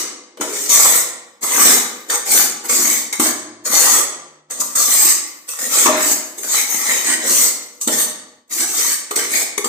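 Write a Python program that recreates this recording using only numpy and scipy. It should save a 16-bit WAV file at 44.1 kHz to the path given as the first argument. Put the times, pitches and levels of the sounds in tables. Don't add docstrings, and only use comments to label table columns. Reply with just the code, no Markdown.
import sys
import numpy as np
from scipy import signal
from scipy.fft import rfft, irfft, next_fast_len
from scipy.io import wavfile
from scipy.ndimage import uniform_filter1d

SR = 44100
rng = np.random.default_rng(int(sys.argv[2]) if len(sys.argv) > 2 else 0)


def wrap_up_sound(samples):
    columns = np.atleast_2d(samples).T
    tamed = np.clip(columns, -1, 1)
    steps = np.round(tamed * 32767).astype(np.int16)
    wavfile.write(sys.argv[1], SR, steps)


N = 426888

LEAD = .3
START = round(LEAD * SR)
M = N + START


def amp(db):
    return 10 ** (np.asarray(db) / 20)


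def unit(x):
    return x / np.sqrt(np.mean(np.abs(x) ** 2) + 1e-20)


def along(points, hz):
    f, value = np.transpose(points)
    return np.interp(np.log(hz + 1), np.log(f + 1), value)


def filtered(x, response):
    m = next_fast_len(x.shape[-1] + SR // 4)
    spectrum = rfft(x, m) * response(np.fft.rfftfreq(m, 1 / SR))
    return irfft(spectrum, m)[..., :x.shape[-1]]


def body(modes):
    def response(f):
        return unit(sum(amp(db) * 1j * f * w / (c * c - f * f + 1j * f * w) for c, w, db in modes))
    return response


def laid(rows, edge_s):
    t = np.arange(M) / SR - LEAD
    s, *levels = np.transpose(rows)
    touch = np.clip(np.minimum(t - s[0], s[-1] - t) / edge_s + .5, 0, 1)
    here = np.flatnonzero(touch)
    gain = np.zeros((len(levels), M))
    gain[:, here] = touch[here] * amp([np.interp(t[here], s, db) for db in levels])
    return gain


# (t/s, swell/s, hold/s, fade/s, crunch level/dB, then powder, bowl, handle and wall level/dB re crunch)
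PUSHES = [(-.28, 0, 0.0031, .2, 4.5, -2.5, -12.5, -16, -11),
          (0.41, 0, 0.0073, 0.031, -25, -22, 1.5, -24, 2.5),
          (.45, 0.11, 0.11, 0.037, -22, -10, -11.5, -18, -23),
          (0.689, 0.0076, 0.14, 0.093, -10.5, -7.5, -14.5, -16.5, -21),
          (0.85, 0, 0.11, 0.067, -13.5, -4, -10.5, -22, -12.5),
          (1.418, 0.02, 0, 0.034, -15.5, -7.5, -10, -14.5, -14.5),
          (1.464, 0.15, 0.098, 0.085, -11, -5.5, -8.5, -10.5, -13),
          (2.088, 0.062, 0.0079, 0.0082, -15.5, -8.5, -13.5, -10.5, -9.5),
          (2.257, 0.065, 0.077, 0.067, -11.5, -5, -12, -15, -17),
          (2.636, 0.021, 0.000046, 0.017, -26, -2.5, -4.5, -3.5, -11),
          (2.691, 0, 0.22, 0.11, -15, -7.5, -13, -18.5, -16),
          (3.196, 0.032, 0.043, 0.045, -14, -7.5, -11.5, -18.5, -11.5),
          (3.648, 0.012, 0.015, 0.013, -18.5, -10, -31, -7.5, -10.5),
          (3.694, 0.044, 0.2, 0.082, -11.5, -7, -12, -14.5, -17),
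          (4.509, 0, 0.00083, 0.02, -18, -7, -10.5, -11, -14.5),
          (4.52, 0.0093, 0.11, 0.012, -30, -22, -24, -14, -10.5),
          (4.604, 0, 0.011, 0.0062, -11, -12.5, -41, -15.5, -24.5),
          (4.62, 0, 0.023, 0.27, -32, -5, -15, -23, -15),
          (4.751, 0.0061, 0.069, 0.028, -14, -11, -19.5, -16, -18.5),
          (4.755, 0.16, 0.21, 0.012, -14, -5, -14, -17.5, -22),
          (5.475, 0.015, 0.012, 0.094, -24, -8.5, -17, -15.5, -30),
          (5.586, 0.028, 0.06, 0.0087, -21, -8, -13.5, -16.5, -11.5),
          (5.689, 0.042, 0.13, 0.023, -13.5, -9, -11, -13, -15),
          (5.853, 0, 0.01, 0.2, -24, -18.5, 2, 3.5, 3),
          (5.959, .17, 0.000037, 0.012, -12, -7, -13, -23.5, -38),
          (6.365, 0.13, 0, 0.0082, -28, -1.5, -21, -13, -7),
          (6.481, 0.064, 0.038, 0.066, -12, -9.5, -11, -17.5, -21.5),
          (6.67, 0.038, 0.052, 0.21, -20.5, -5, -13, -16, -17),
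          (6.808, 0.095, 0.00022, 0.16, -15.5, -11, -5.5, -18, -15),
          (7.041, 0.029, 0.062, 0.033, -17.5, -15, -3.5, -21, -12.5),
          (7.17, 0.074, 0.087, 0.0095, -26, -7, -1.5, -25, -4.5),
          (7.24, 0.066, 0.13, 0.079, -13, -6.5, -14.5, -19.5, -22),
          (7.801, 0.0077, 0.049, 0.011, -31.5, -10.5, -34, -13, -44),
          (7.878, 0.05, 0.014, 0.016, -16, -10, -9.5, -25, -9),
          (7.938, 0.048, 0.03, 0.035, -16, -4.5, -11.5, -16, -28.5),
          (8.501, 0.028, 0.089, .01, -18.5, -8, -12.5, -21.5, -19.5),
          (8.588, 0.021, 0.036, 0.0053, -17, -33, -9, -17.5, -11),
          (8.649, 0.15, 0.14, 0.015, -16.5, -7.5, -11.5, -21, -21.5),
          (9.158, 0.0017, 0.032, 0.084, -17, -10.5, -7, -11.5, -8.5),
          (9.288, 0.069, 0, 0.077, -14, -7, -8, -19.5, -15),
          (9.411, 0.0027, 0, 0.0059, -19.5, -7, -2, -10, -14.5)]
# (t/s, crunch level/dB, clang level of bowl and handle/dB re crunch, t60/s, knock level/dB, knock f/Hz)
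CRUST_BITES = [(0.3721, -34, 3.5, 0.041, -29, 506), (0.409, -12.5, -12, 0.062, -18, 480),
               (0.414, -24, -12, 0.037, -14.5, 1330), (0.437, -30, -12, 0.03, -20, 500),
               (0.442, -33, -10, 0.04, -25, 1310), (0.477, -29, -16, 0.036, -25, 446),
               (0.52, -32, -15, 0.048, -22.5, 402), (0.692, -17, -26, 0.1, -59, 640),
               (0.851, -29, -6, 0.046, -7, 1140), (0.977, -21, -1, 0.032, -21, 2230),
               (1.434, -23, -13, 0.075, -27, 339), (2.098, -15, -5.5, 0.17, -45, 495),
               (2.6941, -15.5, 0, 0.045, -21, 480), (3.1253, -13, -5, 0.083, -32, 490),
               (3.1971, -7, -9.5, 0.11, -1, 290), (3.6521, -18, -25.5, 0.09, -31, 610),
               (4.5105, -35, -14, 0.063, -35, 493), (4.605, -25, -28, 0.061, -43, 517),
               (4.7516, -16, -10, 0.098, -41, 288), (5.488, -18, -28, 0.074, -35, 480),
               (5.588, -18, -18, 0.1, -36, 517), (5.858, -9, 3, 0.064, -8, 337),
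               (5.865, -19, -1, 0.043, -17, 905), (5.892, -26, -8, 0.05, -10.5, 620),
               (6.38, -21.5, -24, 0.113, -29.5, 372.3), (6.4313, -20, -15, 0.28, -42, 587),
               (6.553, -9.5, -27, 0.051, -35, 340), (6.895, -25, 4, 0.042, -11, 2100),
               (7.0996, -7.5, -8, 0.025, -17.5, 337), (7.812, -15, -35, 0.096, -47.5, 388),
               (7.8732, -8.5, -14.5, 0.08, -8.5, 270), (7.881, -13, -1, 0.045, -15.5, 483),
               (7.893, -28, -12, 0.05, -19, 617), (8.477, -46, -29, 0.041, -65.5, 393),
               (8.508, -26, -15, 0.06, -41, 380), (8.5203, -30, -25, 0.098, -58, 330),
               (9.109, -13, -9, 0.051, -19.5, 420), (9.1576, -7, -20, 0.075, -36, 500),
               (9.165, -27, -10, 0.059, -17, 378), (9.3318, -14, -18, 0.081, -37, 415),
               (9.5782, -4, -14, 0.027, -15, 422), (9.579, -19, -5, 0.0346, -12, 2200),
               (9.6429, -10.5, -14, 0.1, -19, 413), (9.653, -23.5, -12, 0.073, -13, 280)]
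SWELL_DB, FADE_DB, LEAN_DB_PER_S = 12, 10.5, 1
BITE_POWDER_DB, BITE_HANDLE_DB = -11.5, 1.5


def effort(lift_s, rise_s):
    power = np.zeros((5, M))
    for s, swell, hold, fade, db, *shares_db in PUSHES:
        times = s + np.cumsum(np.abs([0, swell, hold, fade]))
        start_db = db - SWELL_DB * (swell > 0)
        end_db = db + LEAN_DB_PER_S * abs(hold)
        faded_db = end_db - FADE_DB * min(fade / lift_s, 1)
        crunch, = laid(np.transpose([times, [start_db, db, end_db, faded_db]]), lift_s)
        here = np.flatnonzero(crunch)
        power[:, here] += (amp([0, *shares_db])[:, None] * crunch[here]) ** 2
    u = np.arange(SR // 5) / SR
    for s, db, clang_db, t60, _, _ in CRUST_BITES:
        shape = amp(db - 60 * u / max(t60, .01)) * (1 - np.exp(-u / rise_s))
        part = power[:4, START + round(s * SR):][:, :len(u)]
        shares = amp([0, BITE_POWDER_DB, clang_db, clang_db + BITE_HANDLE_DB])
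        part += (shares[:, None] * shape[:part.shape[1]]) ** 2
    return np.sqrt(power)


def crystals(rate, spread_db, judder_db):
    hit = rng.random((2, M)) < rate / SR
    size = amp(spread_db * rng.exponential(size=(2, M))) * rng.standard_normal((2, M))
    judder = unit(uniform_filter1d(uniform_filter1d(rng.standard_normal(M), 250), 250))
    return unit(hit * size * amp(judder_db * judder))


# (from t/s, wall f/Hz, handle f/Hz, bowl f/Hz, rim f/Hz)
FAVOURED_MODES = [(0, 460, 1160, 2160, 7830), (0.37, 357, 1290, 2300, 5770), (0.68, 588, 1130, 2220, 7300),
                  (0.85, 533, 1150, 2200, 7930), (1.42, 485, 1190, 2060, 8200),
                  (2.09, 465, 1210, 1810, 8800), (2.26, 466, 870, 2020, 7860),
                  (2.69, 319, 1140, 2200, 5900), (3.12, 357, 1240, 2260, 8030),
                  (3.65, 558, 1190, 1960, 6530), (4.5, 495, 1147, 1900, 8030),
                  (4.75, 493, 1154, 1960, 8240), (5.48, 520, 1150, 1900, 6800),
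                  (5.69, 477, 840, 2120, 6900), (5.855, 670, 960, 1690, 7830),
                  (5.98, 340, 1430, 2150, 6900), (6.37, 243, 1160, 2000, 7040),
                  (6.67, 383, 1160, 1910, 6440), (6.81, 455, 840, 2000, 7340), (7.04, 336, 820, 2380, 7000),
                  (7.13, 300, 950, 1850, 6810), (7.24, 517, 1160, 2000, 8260), (7.8, 470, 840, 1810, 8240),
                  (8.5, 342, 1180, 2120, 7940), (8.7, 366, 1200, 2270, 8100), (9.1, 413, 1254, 2300, 8150),
                  (9.29, 428, 1310, 2240, 7950), (9.381, 428, 1000, 2370, 8140),
                  (9.45, 400, 1200, 1950, 8100), (9.57, 412, 1260, 2170, 7600)]


def shifting(x, depth_db, bins, frames):
    favour_db, favour_octaves = (8, 6.7, 5.3, 4.6), (0.12, 0.043, 0.069, 0.015)
    hz, t, z = signal.stft(x, SR, nperseg=512)
    field = rng.standard_normal(z.shape[1:])
    for _ in range(2):
        field = uniform_filter1d(field, max(round(bins), 1), 0)
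        field = uniform_filter1d(field, max(round(frames), 1), 1)
    s, *pitches = np.transpose(FAVOURED_MODES)
    stroke = np.maximum(np.searchsorted(s, t - LEAD) - 1, 0)
    lift_db = 0
    for pitch, db, octaves in zip(pitches, favour_db, favour_octaves):
        distance = np.log2((hz[:, None] + 1) / pitch[stroke])
        lift_db = lift_db + db * np.exp(-(distance / octaves) ** 2)
    return signal.istft(z * amp(depth_db * unit(field) + lift_db), nperseg=512)[1][:, :M]


# (f/Hz, width/Hz, relative level/dB)
RIM_MODES = [(4580, 40, -1.5), (5140, 38, -1), (5990, 37, 2), (6560, 33, 0), (7090, 2270, -1),
             (7780, 35, -1), (8000, 50, -2), (8250, 60, -2), (8820, 140, 1)]
# (f/Hz, width/Hz, relative level/dB)
POWDER_BANDS = [(10820, 350, -2), (11260, 140, 1), (11770, 240, 0), (12900, 2600, 0.96)]
# (f/Hz, width/Hz, relative level/dB)
BOWL_MODES = [(1920, 55, 4), (1840, 26, -3), (2070, 57, 5.5), (2210, 68, 2), (2388, 58, -5),
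              (2030, 1100, -6), (3040, 46, 4.5), (3486, 150, 0), (3816, 23, 4)]
# (f/Hz, width/Hz, relative level/dB)
HANDLE_MODES = [(836.4, 13, 3.5), (882, 28, -7), (945, 22, -1.5), (1023, 34, 3.5), (1152, 63, 4),
                (1297, 34, -13.5), (1326, 28, -2.5), (1264, 310, -0.5)]
# (f/Hz, width/Hz, relative level/dB)
WALL_MODES = [(256, 30, -3.5), (308, 30, -1.5), (354, 25.4, 1), (480, 850, -6.5), (418, 13.3, -2.5),
              (479.7, 27.5, 2), (540, 7.7, -9), (620, 17, 2), (706, 29, -7.5)]


def scraping():
    crunch, powder, bowl, handle, wall = effort(lift_s=.02, rise_s=.0015)
    wall = np.abs(uniform_filter1d(wall, 1500))
    rim_hits = crunch * crystals(6000, spread_db=1.0, judder_db=1.0)
    powder_hits = powder * crystals(6800, spread_db=1.5, judder_db=-1.5)
    bowl_hits = bowl * crystals(3000, spread_db=2.0, judder_db=2.0)
    handle_hits = handle * crystals(3000, spread_db=2.0, judder_db=2.5)
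    wall_hits = wall * crystals(3000, spread_db=3.0, judder_db=2.5)
    sound = (amp(-3.5) * filtered(rim_hits, body(RIM_MODES))
             + amp(2.0) * filtered(powder_hits, body(POWDER_BANDS))
             + amp(-2.0) * filtered(bowl_hits, body(BOWL_MODES))
             + amp(-1.5) * filtered(handle_hits, body(HANDLE_MODES))
             + amp(-3.5) * filtered(wall_hits, body(WALL_MODES)))
    return shifting(sound, depth_db=4, bins=2, frames=8)


# (f/Hz, t60/s)
ROOM_DECAY = [(200, 1), (500, 0.98), (1500, 0.78), (4000, 0.68), (8000, 0.51), (13000, 0.27)]


def room(x, step=SR // 3, gap=300):
    out = np.zeros((2, M + 2 * SR))
    fade = np.hanning(2 * step)
    for a in range(0, M, step):
        hz, t, z = signal.stft(rng.standard_normal((2, SR * 3 // 4)), SR, nperseg=256)
        t60 = along(ROOM_DECAY, hz)[:, None]
        z = z * amp(-60 * t / t60) * np.sqrt(.1 / t60)
        tail = signal.istft(z, SR, nperseg=256)[1]
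        piece = x[:, a:a + 2 * step]
        wet = signal.fftconvolve(piece * fade[:piece.shape[1]], tail / np.linalg.norm(tail[0]), axes=1)
        out[:, a + gap:a + gap + wet.shape[1]] += wet
    return out[:, :M]


# (f/Hz, relative level/dB per Hz)
HUSH_COLOUR = [(25, -8), (80, -20), (150, -6), (500, 0), (2000, -10), (8000, -22), (15000, -38)]


def still_room():
    noise = rng.standard_normal((2, N))
    return amp(-71.0) * unit(filtered(noise, lambda hz: amp(along(HUSH_COLOUR, hz))))


def knocks():
    out = np.zeros((2, M + SR))
    u = np.arange(SR // 5) / SR
    narrow = [m for m in WALL_MODES + HANDLE_MODES + BOWL_MODES if m[1] < 150]
    hz, width, level = np.transpose(narrow)[:, :, None]
    modes = np.exp(-np.pi * width * u) * np.sin(2 * np.pi * hz * u) * (1 - np.exp(-u / 0.0022))
    scatter_db = rng.normal(0, 2.6, (len(CRUST_BITES), 2, len(modes)))
    for (s, *_, db, spot_hz), chance_db in zip(CRUST_BITES, scatter_db):
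        near_db = np.maximum(-40 * np.abs(np.log2(hz[:, 0] / spot_hz)), -26)
        gains = amp(db + level[:, 0] + near_db + chance_db)
        out[:, START + round(s * SR):][:, :len(u)] += gains @ modes
    return out[:, :M]


# (t/s, level/dB ahead of the fader)
FROST_FALLS = [(1.8, -20), (1.05, -38), (4.02, -44.5), (5.2, -24.5), (6.2, -25), (7.558, -29.5),
               (8.099, -45), (9.002, -48)]
FALL_S, DWINDLE_DB = 0.34, 24


def sifting():
    flow = sum(laid([(s, db), (s + FALL_S, db - DWINDLE_DB)], 0.033)[0] for s, db in FROST_FALLS)
    crumbs = crystals(1200, spread_db=3, judder_db=3)
    return amp(-10.5) * filtered(flow * crumbs, body([(6000, 6000, -4.0), (12500, 4100, 22)]))


# (start t/s, end t/s, RMS level/dB ahead of the phone, f/Hz)
LOW_HUMS = [(3.3, 3.656, -63, 114), (3.947, 4.745, -65, 151)]


def hum():
    t = np.arange(N) / SR
    tones = 0
    for start, end, db, hz in LOW_HUMS:
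        gain = laid([(start, db), (end, db)], 0.055)[0, START:]
        tones = tones + gain * np.sqrt(2) * np.sin(2 * np.pi * hz * t)
    return tones


# (f/Hz, level/dB)
LEFT_PORT = [(25, -23.5), (90, -8), (170, -6), (215, 1), (1500, -1.5), (5400, 0), (6600, 6), (8000, -1.5),
             (9300, -4.5), (11500, -7), (13000, 1.5), (15500, 1)]
# (f/Hz, level/dB)
RIGHT_PORT = [(25, -16), (90, -8.5), (170, -10.5), (215, 2), (1500, -3), (5400, -1), (6600, -3), (8000, 6),
              (9300, -2), (11500, -9.5), (13000, -7), (15500, -13)]
# (f/Hz, likeness from 0 to 1)
LIKENESS = [(60, 0.83), (180, 1), (540, 0.75), (1640, 0.26), (4950, 0), (14900, 0)]


def ports(pair, lag_s=.0001):
    def blend(hz):
        turn = np.arccos(np.clip(along(LIKENESS, hz), -1, 1)) / 2
        return np.array([np.cos(turn), np.sin(turn)])

    def tone(hz):
        late = np.exp(np.outer([-1, 1], 1j * np.pi * hz * lag_s))
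        return amp([along(LEFT_PORT, hz), along(RIGHT_PORT, hz)]) * late

    mid, side = filtered(pair, blend)
    return filtered(np.array([mid + side, mid - side]), tone)


def scene():
    near = scraping() + knocks() + sifting()
    hush = still_room()
    heard = ports(amp(-0.5) * near + amp(-0.5) * room(near))
    return heard[:, START:] + hush + hum()


def record(dry, gate_db=-52, slope=0.97, top_hz=15560):
    level = np.sqrt(np.abs(uniform_filter1d(np.mean(dry ** 2, 0), 1300)) + 1e-12)
    gated = dry * np.minimum(level / amp(gate_db), 1) ** slope
    clipped = gated / (1 + np.abs(gated / 1.02) ** 14) ** (1 / 14)
    return filtered(clipped, lambda hz: np.clip((top_hz - hz) / 60, 0, 1))


dry = scene()
out = record(dry)
wrap_up_sound(out)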